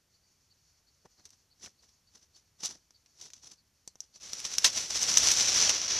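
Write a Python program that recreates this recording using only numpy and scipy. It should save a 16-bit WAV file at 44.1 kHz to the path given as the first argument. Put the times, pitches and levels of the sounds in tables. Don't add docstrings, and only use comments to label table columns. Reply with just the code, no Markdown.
import sys
import numpy as np
from scipy import signal
from scipy.fft import rfft, irfft, next_fast_len
from scipy.io import wavfile
from scipy.ndimage import uniform_filter1d

SR = 44100
rng = np.random.default_rng(int(sys.argv[2]) if len(sys.argv) > 2 else 0)


def put_to_file(sound):
    columns = np.atleast_2d(sound).T
    safe = np.clip(columns, -1, 1)
    whole_steps = np.round(safe * 32767)
    wavfile.write(sys.argv[1], SR, whole_steps.astype(np.int16))


N = 264159
TIME = np.arange(N) / SR

# time in seconds, rustle level in dB.
STEADY_DRAG = [(4.2, -56), (4.224, -48), (4.34, -41), (4.42, -46.5), (4.68, -40), (4.92, -37),
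               (5.15, -30.5), (5.27, -24.5), (5.43, -27), (5.62, -23.5), (5.76, -32), (5.99, -28)]
# peak time in seconds, rustle level in dB, fade in seconds.
HEAP_TUGS = [(4.454, -28.5, 0.0081), (4.527, -37, 0.045), (4.663, -22.5, 0.02), (4.777, -29, 0.049),
             (4.906, -29.5, 0.0066), (4.959, -27, 0.017), (5.029, -25, 0.022), (5.093, -25.5, 0.039),
             (5.315, -27, .022), (5.49, -22.5, 0.017), (5.704, -23.5, 0.014), (5.91, -26, 0.011)]
# frequency in Hz, level in dB.
LEAF_TONE = [(60, -25), (250, -21), (700, -13.5), (1800, -10), (3500, -5.5), (5000, -4), (7000, -7.5),
             (8800, -16), (10000, -18.5), (12300, -25.5), (14000, -38)]
# frequency in Hz, level in dB.
SCRAPE_TONE = [(15, -46), (28, -25), (45, -4), (75, -1.5), (130, -4.5), (220, -5.5), (600, -5.5),
               (1200, -20.5), (3000, -32.5)]


def dragged_heap(wash_db=-2, crinkle_db=-4.5, scrape_db=-45, full_drag_db=-22, snag_db=2, recede_s=5.33):
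    snags = snag_db * wander(per_s=25)
    drag = amp(np.interp(TIME, *np.transpose(STEADY_DRAG), left=-120) + snags)
    motion = np.sqrt(drag ** 2 + sum(swell(*tug) for tug in HEAP_TUGS))
    wash = crackle(LEAF_TONE, per_s=16000, spread_db=1.0, clump_db=1.5, clumps_per_s=70)
    leaves = amp(wash_db) * wash + amp(crinkle_db) * leaf_crinkle()
    treble = shaped(leaves, [(5500, -39), (7300, -0.5), (9000, 0.5)])
    crispness = amp(-12 * np.maximum(TIME - recede_s, 0))
    scrape = amp(scrape_db) * (motion / amp(full_drag_db)) ** 0.83 * noise(SCRAPE_TONE)
    return motion * (leaves + (crispness - 1) * treble) + scrape


def leaf_crinkle(onset_s=0.000092, flutter_s=0.0013):
    sizes = random_clicks(per_s=360, spread_db=4, limit=2.4)
    t = np.arange(SR // 100) / SR
    flutter = np.exp(-t / flutter_s) * (1 - np.exp(-t / onset_s))
    power = signal.oaconvolve(sizes ** 2, flutter ** 2)[:N]
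    bursts = rng.standard_normal((2, N)) * np.sqrt(abs(power))
    return unit(ring(bursts, LEAF_TONE, body_db=-2.5))


# start in seconds, level in dB, fade of the tearing in seconds,
# boost below about 4 kHz in dB, wooden knock compared with the snap in dB.
TWIG_BREAKS = [(1.2538, -37, 0.0075, -4.5, -32), (1.292, -50, 0.0027, -6, -25),
               (1.305, -44, 0.0037, -6, -28), (1.6605, -33.5, 0.0057, 3, -23),
               (2.6576, -19.5, 0.003, -14, -32), (2.9073, -45.5, 0.0026, -4, 4),
               (3.0608, -50, 0.0055, 2, -28), (3.2127, -34.5, 0.0052, -3, -15),
               (3.303, -44, 0.0053, -2, -27), (3.3345, -31.5, 0.0047, -2.5, -11),
               (3.8765, -27, 0.0034, -9.5, 1.5), (3.9559, -43, 0.0032, -5, 10.5),
               (4.0048, -22.5, 0.0028, -16.5, -19), (4.333, -18, 0.0035, -4.5, -3),
               (4.402, -27, 0.0025, -2, -30), (4.539, -22.5, 0.0022, 3, -30),
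               (4.5832, -7.5, 0.0046, -6.5, -10.5), (4.644, -5.5, 0.012, 3, -32),
               (5.031, -14, 0.0022, -10, -30), (5.1719, -2.5, 0.0072, -2.5, -6),
               (5.183, -9.5, 0.0025, -19, -14), (5.305, -16, 0.0021, -8, -30),
               (5.316, -11.5, 0.0061, -5, -30), (5.338, -17, 0.0024, -7, -30),
               (5.6938, -7, 0.0043, 2.5, -24)]
# frequency in Hz, level in dB.
TWIG_TONE = [(100, -16), (700, -10.5), (2000, -3), (4000, 3), (6500, 1.5), (9000, -6.5), (11000, -14),
             (14000, -19)]


def snapping_twigs(crack_s=0.0007, fibres_per_s=11000, knock_hz=420, knock_s=0.00019):
    full_tear_s = 0.0076
    out, t = np.zeros((2, N)), np.arange(SR // 8) / SR
    knock = np.sin(2 * np.pi * knock_hz * t) * np.exp(-t / knock_s)
    for s, db, tear_s, body_db, knock_db in TWIG_BREAKS:
        burst = rng.standard_normal((2, len(t))) * np.exp(-t / crack_s)
        crack = ring(burst, TWIG_TONE, body_db)
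        fibres = rng.standard_normal((2, len(t))) * (rng.random(len(t)) < fibres_per_s / SR)
        tearing = np.exp(-t / tear_s) * (1 - np.exp(-t / crack_s))
        shower = ring(fibres * tearing, TWIG_TONE, body_db)
        snap = unit_peak(crack) + tear_s / full_tear_s * unit_peak(shower)
        add(out, s, amp(db) * (unit_peak(snap) + amp(knock_db) * knock))
    return out


def ground_echo(x, echo_db=-17, decay_s=0.014):
    t = np.arange(SR // 6) / SR
    bounces = rng.standard_normal((2, len(t))) * np.exp(-t / decay_s) * (t > .003)
    tail = signal.oaconvolve(x, bounces / np.linalg.norm(bounces[0]), axes=1)[:, :N]
    return x + amp(echo_db) * tail


# peak time in seconds, rustle level in dB, fade in seconds, thud level in dB.
BOOT_STEPS = [(1.057, -59, 0.0051, -49), (1.197, -67, 0.018, -68.5), (1.258, -59.5, 0.017, -71),
              (1.333, -59, 0.012, -75.5), (1.641, -44, 0.022, -58.5), (1.67, -57, 0.0071, -53),
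              (1.837, -60.5, .018, -71.5), (1.893, -60.5, 0.01, -84), (2.158, -55.5, 0.021, -67),
              (2.23, -60.5, 0.018, -75), (2.367, -57, 0.021, -75), (2.606, -47.5, 0.0097, -63),
              (2.636, -30.5, 0.006, -49), (2.654, -29.5, 0.015, -61), (2.703, -43.5, 0.025, -56),
              (2.757, -55.5, 0.011, -64)]
# peak time in seconds, rustle level in dB, fade in seconds.
HAND_GRABS = [(3.224, -49, 0.039), (3.258, -48.5, .015), (3.365, -57.5, 0.027), (3.44, -49.5, 0.014),
              (3.471, -49.5, 0.019), (3.519, -49, 0.014), (4.031, -59, 0.022), (4.16, -51.5, .016)]
# frequency in Hz, level in dB.
GRASS_TONE = [(60, -32), (250, -26), (700, -13), (1800, -17.5), (3500, -7), (5000, -4), (7000, -8),
              (8800, -17), (10500, -17), (12300, -26), (14000, -37)]
# frequency in Hz, level in dB.
SOIL_TONE = [(25, -20), (70, -2.5), (250, 2), (450, -2), (850, -9), (1400, -21), (4000, -35), (12000, -55)]


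def boots_and_hands(stems_db=-3, bump_db=-17):
    grabs = [(s, db, fade, db + bump_db) for s, db, fade in HAND_GRABS]
    strokes = BOOT_STEPS + grabs
    rustle = sum(swell(s, db, fade) for s, db, fade, _ in strokes)
    thud = sum(swell(s, db, fade) for s, _, fade, db in strokes)
    blades = crackle(GRASS_TONE, per_s=6000, spread_db=1.5, clump_db=2.5, clumps_per_s=200)
    stem_tone = [(150, -44), (500, -6), (1100, 1.5), (2000, 1), (4000, -34), (12000, -45)]
    stems = crackle(stem_tone, per_s=1300, spread_db=2.5, clump_db=8.5, clumps_per_s=140)
    crushed = np.minimum(thud, rustle)
    crunch = amp(stems_db) * stems * np.sqrt(crushed)
    return blades * np.sqrt(rustle) + crunch + noise(SOIL_TONE) * np.sqrt(thud)


# peak time in seconds, level in dB before the boost.
BIRD_CHIRPS = [(.15, -64), (.516, -60.5), (.883, -62), (1.192, -58.5), (1.519, -60.5), (1.794, -61),
               (2.081, -61), (2.357, -58), (2.955, -57.5), (3.588, -60), (3.89, -57), (4.15, -55)]


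def bird(boost_db=1, pitch_hz=4400, arch_hz=240, note_s=0.014, rasp=0.14, direct_db=-3, echo_s=0.009):
    out, t = np.zeros((2, N)), np.arange(SR // 4) / SR
    from_peak = t / note_s - 2
    pitch = pitch_hz + arch_hz * (.5 - np.minimum(from_peak ** 2, 2))
    for s, db in BIRD_CHIRPS:
        drift = rasp * np.cumsum(uniform_filter1d(rng.standard_normal(len(t)), size=30))
        note = np.exp(-from_peak ** 2) * np.sin(2 * np.pi * np.cumsum(pitch) / SR + drift)
        trees = rng.standard_normal((2, len(t))) * np.exp(-t / echo_s)
        echo = signal.fftconvolve(note[None], trees / np.linalg.norm(trees[0]), axes=1)[:, :len(t)]
        call = amp(direct_db) * note + echo
        add(out, s - 2 * note_s, amp(db + boost_db) * unit_peak(call))
    return out


def far_bird(peak_s=0.25, fade_s=0.028, db=-73, hz=4650, width_hz=130):
    tone = [(hz - 4 * width_hz, -60), (hz - width_hz, -4), (hz, 0),
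            (hz + width_hz, -4), (hz + 4 * width_hz, -60)]
    return amp(db) * noise(tone) * np.exp(-((TIME - peak_s) / fade_s) ** 2)


# frequency in Hz, level in dB.
INSECT_TONE = [(3700, -18), (4400, -1.5), (4700, -2), (5050, -5.5), (5500, -0.5), (6000, 0), (6250, -4),
               (6750, -0.5), (7200, -15), (8500, -26)]


def insects(db=-76, waver_db=2.5):
    return amp(db) * noise(INSECT_TONE) * amp(-waver_db * wander(per_s=24.2))


# frequency in Hz, level in dB.
AIR_TONE = [(10, -12), (32, -18), (48, -3.5), (80, 0), (130, -6), (300, -15), (700, -19.5), (3500, -21),
            (7500, -24.5), (10000, -26.5), (14000, -27.5)]


def still_air(db=-74):
    return amp(db) * noise(AIR_TONE)


def crackle(tone, per_s, spread_db, clump_db, clumps_per_s):
    clicks = random_clicks(per_s, spread_db, limit=5.6) * rng.choice([-1., 1.], (2, N))
    grains = ring(clicks * amp(clump_db * wander(clumps_per_s)), tone)
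    local_power = uniform_filter1d((grains ** 2).mean(0), size=1000)
    return grains / np.sqrt(local_power + 1e-9)


def random_clicks(per_s, spread_db, limit):
    sizes = amp(spread_db * np.minimum(rng.exponential(1, N), limit))
    return sizes * (rng.random(N) < per_s / SR)


def ring(clicks, tone, body_db=0, peak_hz=5880, width_hz=540, peak_db=12.0):
    hz = np.fft.rfftfreq(2048, 1 / SR)
    body = body_db / (1 + (hz / 4300) ** 8)
    peak = peak_db / (1 + ((hz - peak_hz) / width_hz) ** 2)
    db = level_at(tone, hz) + body + peak
    log_gain = np.log(amp(np.r_[db, db[-2:0:-1]]))
    spectrum = np.exp(np.conj(signal.hilbert(log_gain)))
    response = np.fft.ifft(spectrum).real[:len(hz)]
    return signal.oaconvolve(clicks, response[None], axes=1)[:, :clicks.shape[1]]


def swell(peak_s, db, fade_s, rise_share=0.71):
    from_peak = np.maximum((peak_s - TIME) / rise_share, TIME - peak_s)
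    return amp(db) ** 2 * np.exp(-2 * np.minimum(from_peak / fade_s, 20))


def wander(per_s):
    points = rng.standard_normal(N // 16)
    return unit(np.interp(TIME * per_s, np.arange(len(points)), points))


def noise(tone):
    return unit(shaped(rng.standard_normal((2, N)), tone))


def shaped(x, tone):
    size = next_fast_len(N + 4096)
    gain = amp(level_at(tone, np.fft.rfftfreq(size, 1 / SR)))
    return irfft(rfft(x, size) * gain, size)[..., :N]


def level_at(tone, hz):
    row_hz, row_db = np.transpose(tone)
    return np.interp(np.log(hz + 1), np.log(row_hz + 1), row_db)


def amp(db):
    return 10 ** (np.asarray(db) / 20)


def unit(x):
    return x / np.sqrt(np.mean(x ** 2) + 1e-20)


def unit_peak(x):
    return x / abs(x[0]).max()


def add(mix, s, sound):
    part = mix[:, round(s * SR):][:, :sound.shape[-1]]
    part += sound[..., :part.shape[-1]]


def set_width(x, side_db):
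    return x * np.array([[1], [amp(side_db)]])


# frequency in Hz, level of the difference in dB.
STEREO_WIDTH = [(3600, -75), (4300, -26), (5200, -15), (6800, -13), (7600, -9), (8600, -5.5), (12000, -6),
                (14000, -9)]


def scene():
    work = set_width(boots_and_hands(), side_db=1.5) + dragged_heap()
    twigs = set_width(ground_echo(snapping_twigs()), side_db=-44)
    orchard = set_width(still_air() + insects(), side_db=3.5)
    mid, side = work + twigs + orchard + bird() + far_bird()
    side = shaped(side, STEREO_WIDTH)
    return np.array([mid + side, mid - side])


def record(dry):
    lowpass = signal.firwin(255, 14350, window=("kaiser", 8), fs=SR)
    return signal.oaconvolve(dry, lowpass[None], "same", axes=1)


dry = scene()
out = record(dry)
put_to_file(out)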